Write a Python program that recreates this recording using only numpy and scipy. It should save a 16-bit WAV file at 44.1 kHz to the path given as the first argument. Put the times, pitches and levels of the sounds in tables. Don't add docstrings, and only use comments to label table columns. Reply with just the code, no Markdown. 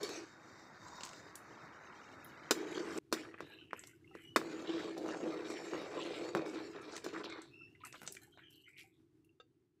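import sys
import numpy as np
from scipy import signal
from scipy.fft import rfft, irfft
from scipy.io import wavfile
from scipy.ndimage import uniform_filter1d, map_coordinates

SR = 44100
rng = np.random.default_rng(int(sys.argv[2]) if len(sys.argv) > 2 else 0)


def transcribe(u):
    v = np.clip(np.atleast_2d(u).T, -1, 1)
    q = np.round(v * 32767).astype(np.int16)
    wavfile.write(sys.argv[1], SR, q)


N = 432180
CUT_S = 2.987
TOP_HZ = 15500


def amp(db):
    return 10 ** (np.asarray(db) / 20)


def unit(x):
    return x / np.sqrt(np.mean(x ** 2) + 1e-20)


def along(points, hz):
    f, v = np.transpose(points)
    return np.interp(np.log(hz + 1), np.log(f + 1), v)


def add(track, s, x):
    part = track[round(s * SR):][:len(x)]
    part += x[:len(part)]


def decay(t, t60):
    return np.exp(-np.log(1000) * t / t60)


def envelope(attack, held, release):
    t = np.arange(SR * 3 // 2) / SR
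    return np.clip(t / attack, 0, 1) * decay(np.maximum(t - held, 0), release)


def swell(start, attack, held, release):
    out = np.zeros(N)
    add(out, start, envelope(attack, held, release))
    return out


def wobble(rate):
    knots = rng.standard_normal(int(N * rate / SR) + 4)
    return map_coordinates(knots, [np.arange(N) * rate / SR])


def colour(x, points, size=4096):
    gain = amp(along(points, np.fft.rfftfreq(size, 1 / SR)))
    cepstrum = irfft(np.log(gain))
    cepstrum[1:size // 2] *= 2
    cepstrum[size // 2 + 1:] = 0
    response = irfft(np.exp(rfft(cepstrum)))
    return signal.fftconvolve(x, response)[:len(x)]


def patchy(x, depth_db, wide_hz, lasting, size=512):
    hz, t, z = signal.stft(x, SR, nperseg=size)
    grid = np.meshgrid(hz / wide_hz, t / lasting, indexing="ij")
    field = map_coordinates(rng.standard_normal((256, 512)), grid, order=1, mode="mirror")
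    patched = z * amp(depth_db * unit(field))
    return unit(signal.istft(patched, nperseg=size)[1][:N])


def grains(rate, spread_db):
    size = amp(spread_db * np.minimum(rng.standard_normal(N), 2))
    struck = rng.random(N) < rate / SR
    return unit(struck * size * rng.choice([-1, 1], N))


def excite(impulses, ring):
    return signal.fftconvolve(impulses, ring)[:N]


def bubble(t, hz, cycles, rise):
    life = cycles / hz
    return np.sin(2 * np.pi * hz * (t + rise * t * t / (2 * life))) * decay(t, life)


def blips(count, hz, spread, cycles, spread_db, until=N / SR):
    t = np.arange(SR // 40) / SR
    start = (rng.random((count, 1)) * until * SR).astype(int)
    pitch, size = np.clip(rng.standard_normal((2, count, 1)), -2, 1.8)
    soft_start = (1 - np.exp(-t * hz * 12 / cycles)) ** 2
    rings = amp(spread_db * size) * soft_start * bubble(t, hz * np.exp(spread * pitch), cycles, rise=0)
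    places = (start + np.arange(len(t))).ravel()
    out = np.bincount(places, rings.ravel(), minlength=N)[:N]
    return unit(out) * np.sqrt(until * SR / N)


SPLUTTER_SPREAD = 0.22


def splutter(length, hz, cycles, count):
    out, t = np.zeros(SR // 2), np.arange(SR // 30) / SR
    soft_start = (1 - np.exp(-t / .0004)) ** 2
    for when, pitch, size in np.clip(rng.standard_normal((count, 3)), -2, 2):
        ring = bubble(t, min(hz * np.exp(SPLUTTER_SPREAD * pitch), TOP_HZ), cycles, rise=0)
        add(out, max(1 / 4 + when * length / 2, 0), amp(3 * size) * soft_start * ring)
    return out / np.sqrt(np.sum(out ** 2) / (2 * length * SR))


# (f/Hz, level/dB)
RUSH_COLOUR = [(25, -28), (50, -17), (95, -1), (150, 0), (210, -12), (325, 4.5), (410, -4.5), (510, -25),
               (1500, -28.5), (8000, -39), (15000, -45.5)]
DRONE_DB = -66
DRONE_FADE_S, DRONE_FADE_DB_PER_S = 8.11, 6.5


def drone():
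    sway = amp(1.8 * wobble(14))
    fading = np.maximum(np.arange(N) / SR - DRONE_FADE_S, 0)
    rush = unit(colour(rng.standard_normal(N), RUSH_COLOUR))
    return rush * amp(DRONE_DB - DRONE_FADE_DB_PER_S * fading) * sway


# (f/Hz, t60/s)
ROOM_DECAY = [(200, 0.45), (1000, 0.087), (4000, 0.15), (12000, 0.2)]


def kitchen(x):
    hz, t, z = signal.stft(rng.standard_normal(SR // 2), SR, nperseg=256)
    dying = z * decay(t, along(ROOM_DECAY, hz)[:, None])
    tail = signal.istft(dying, SR, nperseg=256)[1]
    delayed = np.pad(x, (SR // 200, 0))
    return signal.fftconvolve(delayed, tail / np.linalg.norm(tail))[:N]


# (f/Hz, level/dB)
SEETHE_COLOUR = [(30, -35.5), (85, -14), (160, 0.5), (340, 0.5), (720, -1), (1050, 1), (1450, 3),
                 (2200, -4.5), (2600, -18), (3100, -32), (8000, -54)]
SEETHE_DB, SEETHE_DB_PER_S = -60.5, 1.62
BLUB_HZ, BLUB_DB = 1323, -11
POUR_SEETHE_DB, POUR_FIZZ_DB = -62, -65.5


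def seething(clock, pour):
    gain = np.hypot(amp(SEETHE_DB + SEETHE_DB_PER_S * clock), amp(POUR_SEETHE_DB) * pour)
    seethe = patchy(colour(grains(rate=4000, spread_db=4), SEETHE_COLOUR), 1.5, wide_hz=140, lasting=.08)
    blubs = blips(count=330, hz=BLUB_HZ, spread=.36, cycles=24, spread_db=3.5, until=CUT_S)
    return (seethe + amp(BLUB_DB) * blubs) * gain * amp(0.41 * wobble(8.2))


# (f/Hz, level/dB)
FIZZ_COLOUR = [(2000, -36), (3300, -27.5), (3780, -0.5), (4150, -1), (4700, 2.5), (6000, 0.5), (7700, -5),
               (8800, -26.5), (15000, -22.5)]
FIZZ_DB, FIZZ_DB_PER_S = -70.5, -1
SING_HZ, SING_DB = 3720, -5.5


def fizzing(clock, pour):
    gain = np.hypot(amp(FIZZ_DB + FIZZ_DB_PER_S * clock), amp(POUR_FIZZ_DB) * pour)
    bursts = colour(grains(rate=4000, spread_db=3), FIZZ_COLOUR)
    fizz = patchy(bursts, depth_db=4.5, wide_hz=80, lasting=.04, size=1024)
    t = np.arange(SR // 20) / SR
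    mode = np.sin(2 * np.pi * SING_HZ * t) * t * decay(t, .022)
    singing = unit(excite(rng.standard_normal(N), mode))
    return (fizz + amp(SING_DB) * singing) * gain * amp(2.5 * wobble(25.3))


POUR_S, POUR_ATTACK_S, POUR_HELD_S, POUR_RELEASE_S = 0.775, 0.087, 0.43, 0.37
GURGLE_HELD_S, GURGLE_DB = .3, -58.5
PATTER_S, PATTER_HELD_S, PATTER_DB = 0.99, 0.051, -52


def poured_thread():
    t = np.arange(SR // 20) / SR
    cavity = np.sin(2 * np.pi * 1010 * t) * decay(t, .02)
    gurgle = unit(excite(grains(rate=160, spread_db=3), cavity))
    droplets = grains(rate=300, spread_db=5)
    patter = unit(colour(droplets, [(900, -20), (2000, 0), (7500, -2), (9000, -22)]))
    gurgling = swell(POUR_S, POUR_ATTACK_S, GURGLE_HELD_S, POUR_RELEASE_S)
    pattering = swell(PATTER_S, POUR_ATTACK_S, PATTER_HELD_S, POUR_RELEASE_S)
    return amp(GURGLE_DB) * gurgle * gurgling + amp(PATTER_DB) * patter * pattering


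BLISTER_HZ, BLISTER_DB, BLISTER_DB_PER_S = 2710, -86.5, 8


def foam():
    clock = np.arange(N) / SR
    pour = swell(POUR_S, POUR_ATTACK_S, POUR_HELD_S, POUR_RELEASE_S)
    blisters = blips(count=700, hz=BLISTER_HZ, spread=.22, cycles=70, spread_db=3.5, until=CUT_S)
    growing = blisters * amp(BLISTER_DB + BLISTER_DB_PER_S * clock)
    return seething(clock, pour) + fizzing(clock, pour) + growing + poured_thread()


# (start t/s, held t/s, slosh level/dB, spray level/dB)
WALL_LAPS = [(3.45, 0.077, -55, -73.5), (3.749, 0.13, -57, -66), (4.132, 0.12, -57, -70.5),
             (7.834, 0.026, -49.5, -57), (7.93, 0.22, -61.5, -69), (8.206, 0.04, -63.5, -62.5),
             (8.37, 0.061, -56.5, -90), (8.49, 0.073, -81.5, -67.5), (8.66, 0.033, -75, -72),
             (8.769, 0.025, -61, -60.5)]
# (f/Hz, level/dB)
SLOSH_COLOUR = [(400, -19), (800, -1), (1000, -31.5), (1400, 18.5), (2300, 20.5), (3000, 17.5), (5000, -31)]
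# (f/Hz, level/dB)
SPRAY_COLOUR = [(2800, -29.5), (4000, -1), (6000, -4), (8000, 9), (9500, -7.5), (11500, 5.5),
                (15000, -11.5)]
LAP_ATTACK_S, LAP_RELEASE_S = 0.015, 0.26
POP_HZ, POP_DB = 3900, -19.5


def wash():
    slosh, spray = np.zeros((2, N))
    for s, held, slosh_db, spray_db in WALL_LAPS:
        lap = swell(s, LAP_ATTACK_S, held, LAP_RELEASE_S)
        slosh += amp(slosh_db) * lap
        spray += amp(spray_db) * lap
    waves = colour(grains(rate=900, spread_db=3), SLOSH_COLOUR)
    lapping = patchy(waves, depth_db=6.5, wide_hz=110, lasting=.07, size=1024)
    bubbles = blips(count=900, hz=1600, spread=.4, cycles=30, spread_db=4)
    flurries = grains(rate=450, spread_db=4) * amp(3.5 * wobble(70))
    spits = patchy(colour(flurries, SPRAY_COLOUR), depth_db=5, wide_hz=220, lasting=.06)
    pops = blips(count=700, hz=POP_HZ, spread=.35, cycles=16, spread_db=5)
    wet = amp(-9.0) * lapping + amp(-18.5) * bubbles
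    hot = amp(-4.5) * spits + amp(POP_DB) * pops
    return slosh * wet + spray * hot


# (peak t/s, rise t/s, fall t/s, f/Hz, glide/Hz per s, width/Hz, level/dB)
STEAM_JETS = [(3.496, 0.061, 0.1, 3830, 299, 434, -65.5), (3.53, 0.086, 0.25, 2835, 3, 500, -65.5),
              (3.749, 0.026, 0.07, 2275, 0, 1195, -62), (3.769, 0.061, 0.18, 2800, -300, 377, -75),
              (4.121, 0.041, 0.064, 2730, 2, 200, -71), (4.255, 0.034, 0.14, 2930, 292, 114, -62.5),
              (4.722, 0.075, 0.15, 3405, 9, 1230, -56.5), (6.019, 0.068, 0.19, 3280, 8.5, 1530, -55),
              (7.299, 0.038, 0.15, 3950, -2, 920, -60.5), (7.545, 0.029, 0.041, 2653, 1508, 171, -61),
              (7.61, 0.037, 0.075, 2680, 402, 128, -58.5), (7.738, 0.039, .09, 2780, 0, 222, -74),
              (8.335, .015, 0.023, 3170, 0, 258, -71), (8.38, 0.04, 0.033, 3840, -1500, 500, -74),
              (8.445, .025, 0.066, 3120, -900, 342, -66), (8.521, 0.059, 0.087, 3000, -900, 400, -64.5),
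              (8.54, 0.01, .025, 4240, 11.5, 602, -69.5), (8.609, .012, 0.015, 4200, 0, 600, -80),
              (8.649, 0.015, 0.032, 3000, -900, 298, -68), (8.68, 0.015, 0.028, 2194, -1, 450, -62.5),
              (8.77, 0.048, 0.1, 2280, 17, 420, -64.5), (8.95, .03, 0.058, 3540, 0, 590, -89.5)]
JET_OVERTONE_DB = -23
PUFF_DB, PUFFS_PER_S = 2.2, 28


def hisses():
    out, t = np.zeros(N), np.arange(-SR // 4, SR // 2) / SR
    for s, rise, fall, hz, glide, width_hz, db in STEAM_JETS:
        sputter = rng.standard_normal((2, len(t))) * (rng.random(len(t)) < 900 / SR)
        band = signal.butter(3, width_hz / 2, fs=SR, output="sos")
        flutter = unit(signal.sosfilt(band, sputter))
        phase = 2 * np.pi * (hz + glide * t / 2) * t
        jet = flutter[0] * np.sin(phase) + flutter[1] * np.cos(phase)
        octave_gain = amp(JET_OVERTONE_DB) * np.interp(width_hz, [150, 400], [2, .5])
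        overtone = octave_gain * flutter[0] * np.sin(2 * phase)
        shape = np.exp(-(t / np.where(t < 0, rise, fall)) ** 2)
        add(out, s + t[0], amp(db) * (jet + overtone) * shape)
    return out * amp(PUFF_DB * wobble(PUFFS_PER_S))


# (t/s, f/Hz, level/dB)
LARGE_BUBBLES = [(3.529, 1710, -55), (3.612, 1500, -56), (3.631, 1240, -68), (3.78, 1420, -49),
                 (3.932, 1510, -57), (4.01, 1590, -69), (4.044, 2120, -51.5), (4.112, 1290, -56.5),
                 (4.076, 2720, -48), (4.11, 786, -58), (7.61, 1350, -55.5), (7.674, 1850, -64),
                 (7.75, 2030, -49.5), (7.806, 1010, -56), (7.836, 1260, -37.5), (7.955, 620, -65),
                 (8.019, 466, -63), (8.101, 391, -52), (7.939, 1280, -48.5), (8.168, 2350, -36.5),
                 (8.222, 1490, -64), (8.274, 820, -62), (8.352, 710, -68), (8.336, 1450, -62),
                 (8.679, 1435, -56.5), (8.84, 775, -61), (9.245, 2730, -63), (9.292, 2730, -58)]
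BUBBLE_CYCLES, BUBBLE_RISE, BUBBLE_ATTACK_S = 58, .012, 0.0021


def plops():
    out, t = np.zeros(N), np.arange(SR // 8) / SR
    soft_start = 1 - np.exp(-t / BUBBLE_ATTACK_S)
    for s, hz, db in LARGE_BUBBLES:
        add(out, s, amp(db) * soft_start * bubble(t, hz, BUBBLE_CYCLES, BUBBLE_RISE))
    return out


# (centre t/s, length t/s, f/Hz, rms level/dB)
SPLUTTER_CLUMPS = [(3.343, .004, 1780, -51.5), (3.394, 0.015, 2160, -58), (3.709, .003, 2090, -55.5),
                   (3.781, .008, 1890, -63), (4.188, 0.03, 1970, -67), (5.051, 0.027, 945, -58),
                   (5.133, 0.02, 1560, -51), (5.21, 0.034, 1310, -71), (5.395, 0.052, 1270, -61),
                   (5.569, 0.018, 2840, -55), (5.859, 0.023, 1550, -61), (6.27, 0.026, 1200, -67),
                   (6.82, .008, 7920, -68.5), (6.95, 0.035, 6200, -59), (7.162, 0.021, 1460, -48),
                   (7.21, 0.013, 1580, -53), (7.25, 0.015, 3880, -51.5), (7.359, 0.026, 1400, -56),
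                   (7.756, 0.0067, 2350, -73.5), (7.818, 0.015, 2880, -67.5), (7.853, 0.011, 1430, -58),
                   (7.948, 0.019, 1430, -59.5), (7.958, .008, 3460, -61), (7.99, .02, 4200, -70),
                   (8.05, 0.015, 1510, -63), (8.062, 0.0096, 4300, -66), (8.087, 0.01, 4570, -73),
                   (8.104, 0.023, 794, -75), (8.168, 0.0039, 2280, -53), (8.393, 0.012, 1880, -63),
                   (8.689, 0.012, 2100, -75), (8.789, 0.023, 2750, -61), (8.801, 0.025, 4750, -67)]


def splutters():
    out = np.zeros(N)
    for s, length, hz, db in SPLUTTER_CLUMPS:
        add(out, s - 1 / 4, amp(db) * splutter(length, hz, cycles=20, count=45))
    return out


# (t/s, peak level/dB, brightness/dB per octave from 1500 to 6000 Hz, spray level/dB)
SYRUP_DROPS = [(0.883, -39.5, 3, -53), (1.008, -28, -8.5, -44), (1.034, -26, -0.5, -32),
               (1.051, -29, 7, -10), (1.091, -34.5, -2, -40), (1.132, -32, -5, -53), (1.355, -30.5, 8, -2),
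               (2.245, -36, -14, 46), (2.977, -28, 8, -20), (3.341, -36, -26.5, -14),
               (3.385, -41.5, -19, -1), (3.709, -55, -10, -14), (3.793, -32.5, 48, -32.5),
               (3.837, -35.5, -6, -45), (3.872, -36.5, 14, -8), (6.965, -28, -3, -13),
               (6.978, -29, -5, -19), (7.299, -33, -10, -45), (7.418, -40, 14, -20),
               (7.84, -58, -7.5, -9.5), (7.85, -35.5, 18, -10), (7.926, -34, -3, -31),
               (7.942, -37.5, -17, -25), (7.953, -42, -12, -38), (8.017, -29.5, -12.5, 2),
               (8.031, -33.5, -11, 4), (8.065, -36, 6, -24), (8.076, -20.5, -2, -36), (8.123, -29.5, 9, 2),
               (8.145, -41, 4, -14), (8.15, -33, -2, -14), (8.168, -41, 8, -36), (8.178, -51, -3, -29),
               (8.374, -42, -19, -23), (9.247, -57, 6, 6)]
# (f/Hz, level/dB)
DROP_COLOUR = [(40, -29.5), (150, -2.5), (600, -1.5), (1200, -14.5), (2300, -0.5), (4000, 2.5), (8000, 6)]


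def drops():
    out, t = np.zeros(N), np.arange(SR // 12) / SR
    for s, db, brightness_db, spray_db in SYRUP_DROPS:
        drop = rng.standard_normal(len(t)) * (decay(t, .02) + .16 * decay(t, .08))
        for hz, size in [(1500, 0.98), (2300, 0.29), (5500, 0.46)]:
            pitch = hz * np.exp(.15 * rng.standard_normal())
            add(drop, rng.uniform(0, .0015), size * bubble(t, pitch, cycles=28, rise=.05))
        tone = []
        for hz, level in DROP_COLOUR:
            octaves = np.log2(np.clip(hz / 1500, 1, 4))
            tone.append((hz, level + brightness_db * octaves))
        top_db = tone[-1][1] + spray_db
        drop = colour(drop, tone + [(10500, top_db), (15000, top_db - 8.5)])
        add(out, s, amp(db - 7.5) * drop / np.abs(drop).max())
    return out


# (t/s, level/dB)
RIM_TICKS = [(9.3995, -61), (9.4065, -66)]
# (f/Hz, level/dB, t60/s)
LADLE_MODES = [(477, 9, 0.061), (752, -13.5, 0.14), (1280, 2.5, 0.063), (1600, 5, 0.037), (2760, -1, 0.045),
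               (3610, 11.5, 0.031), (4620, -13, 0.095), (6180, -15, 0.047), (7150, -13, 0.062)]
TICK_ATTACK_S = 0.0015


def ticks():
    out, t = np.zeros(N), np.arange(SR // 8) / SR
    scuff_colour = [(300, -6), (1500, 0), (4500, -4), (6000, -20), (12000, -35)]
    for s, db in RIM_TICKS:
        ring = 0
        for hz, level, t60 in LADLE_MODES:
            mode = np.sin(2 * np.pi * (hz * t + rng.random()))
            ring = ring + amp(level + rng.normal(0, 3.2)) * decay(t, t60) * mode
        scuff = unit(colour(rng.standard_normal(len(t)), scuff_colour)) * decay(t, .04)
        add(out, s, amp(db) * (1 - np.exp(-t / TICK_ATTACK_S)) * (ring + scuff))
    return out


# (f/Hz, level/dB, t60/s)
WOK_MODES = [(234, -14, 0.12), (318.4, -1, 0.051), (384, -10, 0.11), (421, -1, 0.061), (610, 0.5, 0.013),
             (625, -20.5, 0.042), (1100, -14.5, 0.02), (1393, -16, 0.029), (1440, -17, 0.027),
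             (2360, -6.5, 0.049), (3380, -14.5, 0.044), (3738, -3, 0.061), (4080, -17.5, 0.005),
             (4390, -5.5, 0.055), (4800, -9, 0.049), (5270, 0, 0.037), (5930, -8, 0.065),
             (6250, -9.5, 0.039), (7200, -8, 0.074), (7750, -8, 0.048), (8430, -26.5, 0.04)]


def wok_ring(scatter_db, detune, smear_hz, clatter, clatter_t60):
    t = np.arange(SR // 5) / SR
    modes = 0
    scatter = rng.standard_normal((len(WOK_MODES), 2))
    for k, ((hz, db, t60), (size, shift)) in enumerate(zip(WOK_MODES, scatter)):
        upper = hz > 2000
        blur = np.cumsum(rng.standard_normal(len(t))) * np.sqrt(2 * np.pi * abs(smear_hz) / SR)
        phase = 2 * np.pi * hz * (1 + detune * shift * upper) * t + blur * upper
        modes = modes + amp(db + scatter_db * size) * decay(t, t60) * np.sin(phase) * (-1) ** k
    return modes + clatter * decay(t, clatter_t60) * rng.standard_normal(len(t))


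# (start t/s, held t/s, release t/s,
# drumming level/dB, rasp level/dB, grit level/dB, treble level/dB against the grit)
SWEEPS = [(0.0, 0.057, .1, -42.5, -63, -53.5, 6), (0.03, 0.13, 0.35, -46, -50.5, -53, 9.5),
          (2.541, 0.23, 0.46, -44.5, -54, -56.5, 4.5), (2.70, 0.32, 0.52, -42, -48.5, -60, 12.5),
          (3.131, 0.08, 0.42, -45, -50.5, -57.5, 7.5), (3.391, 0.022, 0.63, -51.5, -56, -60.5, -11),
          (4.38, 0.43, 0.57, -45.5, -48.5, -55, 0), (4.68, 0.15, 1.2, -43, -47, -51.5, 0),
          (4.959, 0.31, 1.46, -43.5, -42, -57, 4), (5.29, .12, 2.3, -47.5, -55, -51.5, -6.5),
          (5.454, 0.22, 1.2, -48, -50, -54, 2), (5.718, 0.34, 1.9, -44, -42, -51, -1),
          (6.02, 0.17, 0.22, -49, -48, -59.5, 5), (6.204, 0.085, 0.14, -43.5, -42.5, -53, 1),
          (6.346, 0.019, 0.77, -45.5, -39, -46, -12.5), (6.449, 0.1, 1.7, -45, -49.5, -52, -3),
          (6.72, 0.25, .4, -50, -59, -53, -18), (6.828, 0.13, 0.53, -52.5, -53, -54.5, -5),
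          (7.032, 0.033, 0.31, -45.5, -53, -48.5, -4.5), (7.121, 0.1, 0.043, -45.5, -51.5, -53.5, -4),
          (7.24, 0.17, 0.29, -57, -73, -54.5, -19)]
STROKE_ATTACK_S = 0.014
LEAN_DB_PER_S = -4.5
TREMOR_DB = 1


def pressure():
    out = np.zeros((4, N))
    for s, held, release, drum_db, rasp_db, grit_db, treble_db in SWEEPS:
        push = envelope(STROKE_ATTACK_S, held, release)
        push = push * amp(LEAN_DB_PER_S * np.minimum(np.arange(len(push)) / SR, held))
        part = out[:, max(round(s * SR), 0):][:, :len(push)]
        gains = amp([drum_db, rasp_db, grit_db, grit_db + treble_db])
        part[:] = np.maximum(part, np.outer(gains, push))
    return out * amp(TREMOR_DB * wobble(14))


def drumming(slips, ring):
    bowl = colour(excite(slips, ring), [
        (25, -36), (60, -23.0), (100, -16.5), (190, 12.0), (250, -8.5), (330, 9), (450, -1.5),
        (620, -7.5), (1000, -29.0), (3000, -46.5), (12000, -76.5)])
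    return patchy(bowl, depth_db=1.4, wide_hz=110, lasting=.07)


JOLT_DB = -16


def rasping(slips):
    rim = colour(slips, [
        (300, -35.5), (480, 13.5), (580, 11.5), (780, 2.5), (1000, -10.5), (1600, -22.0),
        (5000, -52.0), (12000, -80)])
    jolts = unit(colour(grains(rate=55, spread_db=3), [
        (100, -24), (300, -4), (700, 0), (1300, -3), (2200, -14), (6000, -34), (9000, -56), (14000, -75)]))
    return amp(-5.5) * unit(rim) + amp(JOLT_DB) * jolts


# (f/Hz, level/dB)
RUB_COLOUR = [(500, -38.5), (850, -13), (1070, -2), (1250, 3.5), (1480, 1), (2300, -0.5), (3000, -7),
              (3700, -12), (4300, -4.5), (5400, -12), (7900, -12), (9000, -26.5), (12000, -22),
              (15500, -53)]


def rubbing(fine, ring):
    rung = colour(excite(fine, ring), [(500, -27.5), (1000, 5.5), (3500, 6.5), (8000, -4.0), (10000, -17.0)])
    steel = unit(colour(fine, RUB_COLOUR)) + 0.15 * unit(rung)
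    steel = patchy(steel, depth_db=4.2, wide_hz=120, lasting=.06, size=1024)
    return patchy(steel, depth_db=1.6, wide_hz=800, lasting=.11)


SPIT_HZ, SPIT_SPREAD = 2650, 0.6


def spitting(count):
    out = np.zeros(N)
    draws = np.clip(rng.standard_normal((count, 2)), -1.6, 1.5)
    for s, (pitch, size) in zip(rng.uniform(0, N / SR, count), draws):
        spit = splutter(.035, SPIT_HZ * np.exp(SPIT_SPREAD * pitch), cycles=11, count=16)
        add(out, s, amp(3 * size - 2.5 * pitch) * spit)
    return unit(out)


# (f/Hz, level/dB)
FILM_COLOUR = [(7800, -2), (9200, -4), (15000, -9.5)]
CATCH_DB, BOIL_HZ, BOIL_DB, SPIT_DB = -8, 1204, -6.5, -5


def scraping():
    drum, rasp, grit, treble = pressure()
    slips = unit(grains(rate=330, spread_db=5) + .5 * grains(rate=3000, spread_db=3))
    fine = unit(slips * .6 + grains(rate=6000, spread_db=3) * amp(1.6 * wobble(70)))
    ring = wok_ring(scatter_db=0, detune=0, smear_hz=40, clatter=.45, clatter_t60=.03)
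    steel = rubbing(fine, ring)
    dull = signal.sosfiltfilt(signal.butter(2, 3000, fs=SR, output="sos"), steel)
    boiling = blips(count=2200, hz=BOIL_HZ, spread=.45, cycles=8, spread_db=3.5)
    boil = unit(boiling * amp(2.5 * wobble(22)))
    catches = unit(colour(excite(grains(rate=90, spread_db=3.5), ring), [
        (200, -35.0), (420, -17.5), (600, -4.5), (1400, 3.5), (2400, -5.5), (3500, -9.5),
        (8000, -26.5), (10000, -49), (15000, -63)]))
    body = amp(-3.5) * dull + amp(CATCH_DB) * catches + amp(BOIL_DB) * boil
    sizzle = colour(amp(-1.0) * (steel - dull) + amp(SPIT_DB) * spitting(count=220), FILM_COLOUR)
    flickering = patchy(sizzle, depth_db=3.2, wide_hz=170, lasting=.055)
    sizzle = sizzle.std() * flickering * amp(1.2 * wobble(11))
    rubbed = amp(1.0) * (grit * body + treble * sizzle)
    return drum * drumming(slips, ring) + rasp * rasping(slips) + rubbed


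def band_db(x, band):
    part = signal.sosfilt(signal.butter(2, band, "band", fs=SR, output="sos"), x)
    return 10 * np.log10(uniform_filter1d(part ** 2, size=128).max())


# (t/s, blow level/dB, thud level/dB, ring level/dB)
LADLE_BLOWS = [(0.031, -38.5, -10, 12.5), (0.091, -29.5, 1, -4.5), (2.509, -6.5, -6.5, -3.5),
               (2.777, -24.5, 3, -40), (3.126, -11.5, -5.5, -6), (3.138, -31, 0, 3),
               (3.406, -22, -5, -18.5), (3.732, -14.5, -13.5, -27.5), (4.152, -31, 2, -17.5),
               (4.361, -1, -12, -14.5), (4.415, -21.5, -10, -37), (4.978, -42.5, 15, 5),
               (5.089, -22, -4, -21), (5.229, -40, 21.5, -14.5), (5.502, -24.5, -8, -15),
               (5.735, -20, -3.5, -34), (5.752, -24.5, -7, -31), (5.817, -27, -1.5, -18),
               (6.35, -10.5, -5, -19.5), (6.355, -25.5, 10, -25.5), (6.366, -22, -8, -27),
               (6.37, -22.5, -5, -16.5), (6.394, -23.5, 4, -36), (6.463, -28, -7, -32), (7.043, -36, -7, 4),
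               (7.064, -23.5, -0.5, -16), (7.164, -23.5, -29, -31), (7.243, -26.5, -2.5, -16)]
# (low f/Hz, high f/Hz)
LEVEL_BANDS = [(200, 600), (700, 2800), (3000, 8000), (9000, 15000)]
EDGE_DB = -9
LOAD_DETUNE = 0.024
MODE_SMEAR_HZ = 128


def knocks():
    out, t = np.zeros(N), np.arange(SR // 5) / SR
    for s, db, thud_db, ring_db in LADLE_BLOWS:
        chatter = np.interp(db, [-22, -15], [.5, 1]) * decay(t, 0.047) * rng.standard_normal(len(t))
        push_size = np.interp(ring_db, [-20, -15, -10], [22, 4, 3])
        push = push_size * (1 - t / .00028) * np.exp(-t / .00028)
        ring = wok_ring(2, LOAD_DETUNE, MODE_SMEAR_HZ, clatter=.4, clatter_t60=.07)
        blow = ring + 1.2 * chatter + push
        wanted = db + np.array([thud_db, 0, ring_db, ring_db + EDGE_DB])
        thud, body, ringing, edge = wanted - [band_db(blow, band) for band in LEVEL_BANDS]
        blow = colour(blow, [
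            (30, thud - 24), (90, thud - 8), (170, thud + 3), (420, thud + 1.1),
            (780, body - 5), (1100, body + 3), (1500, body + 2), (2150, body - 7),
            (3700, ringing + 0.5), (5600, ringing + 1), (7800, ringing - 1),
            (10000, edge), (15000, edge - 4)])
        add(out, s, amp(-15.5) * blow)
    return out


def scene():
    t = np.arange(N) / SR
    blows = knocks() + ticks()
    strokes = scraping()
    liquid = drops() + plops() + splutters() + wash() + hisses()
    room = kitchen(amp(-13.0) * blows + amp(-10) * strokes + amp(-8) * liquid)
    playing = (t < CUT_S) | (t > CUT_S + .13)
    return drone() + foam() * (t < CUT_S) + (blows + strokes + liquid + room) * playing


CLIP_LEVEL = .26


def record(dry):
    rounded = dry / (1 + (dry / CLIP_LEVEL) ** 4) ** (1 / 4)
    band_limit = signal.ellip(10, .1, 70, TOP_HZ, fs=SR, output="sos")
    return signal.sosfilt(band_limit, rounded).reshape(1, N)


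dry = scene()
out = record(dry)
transcribe(out)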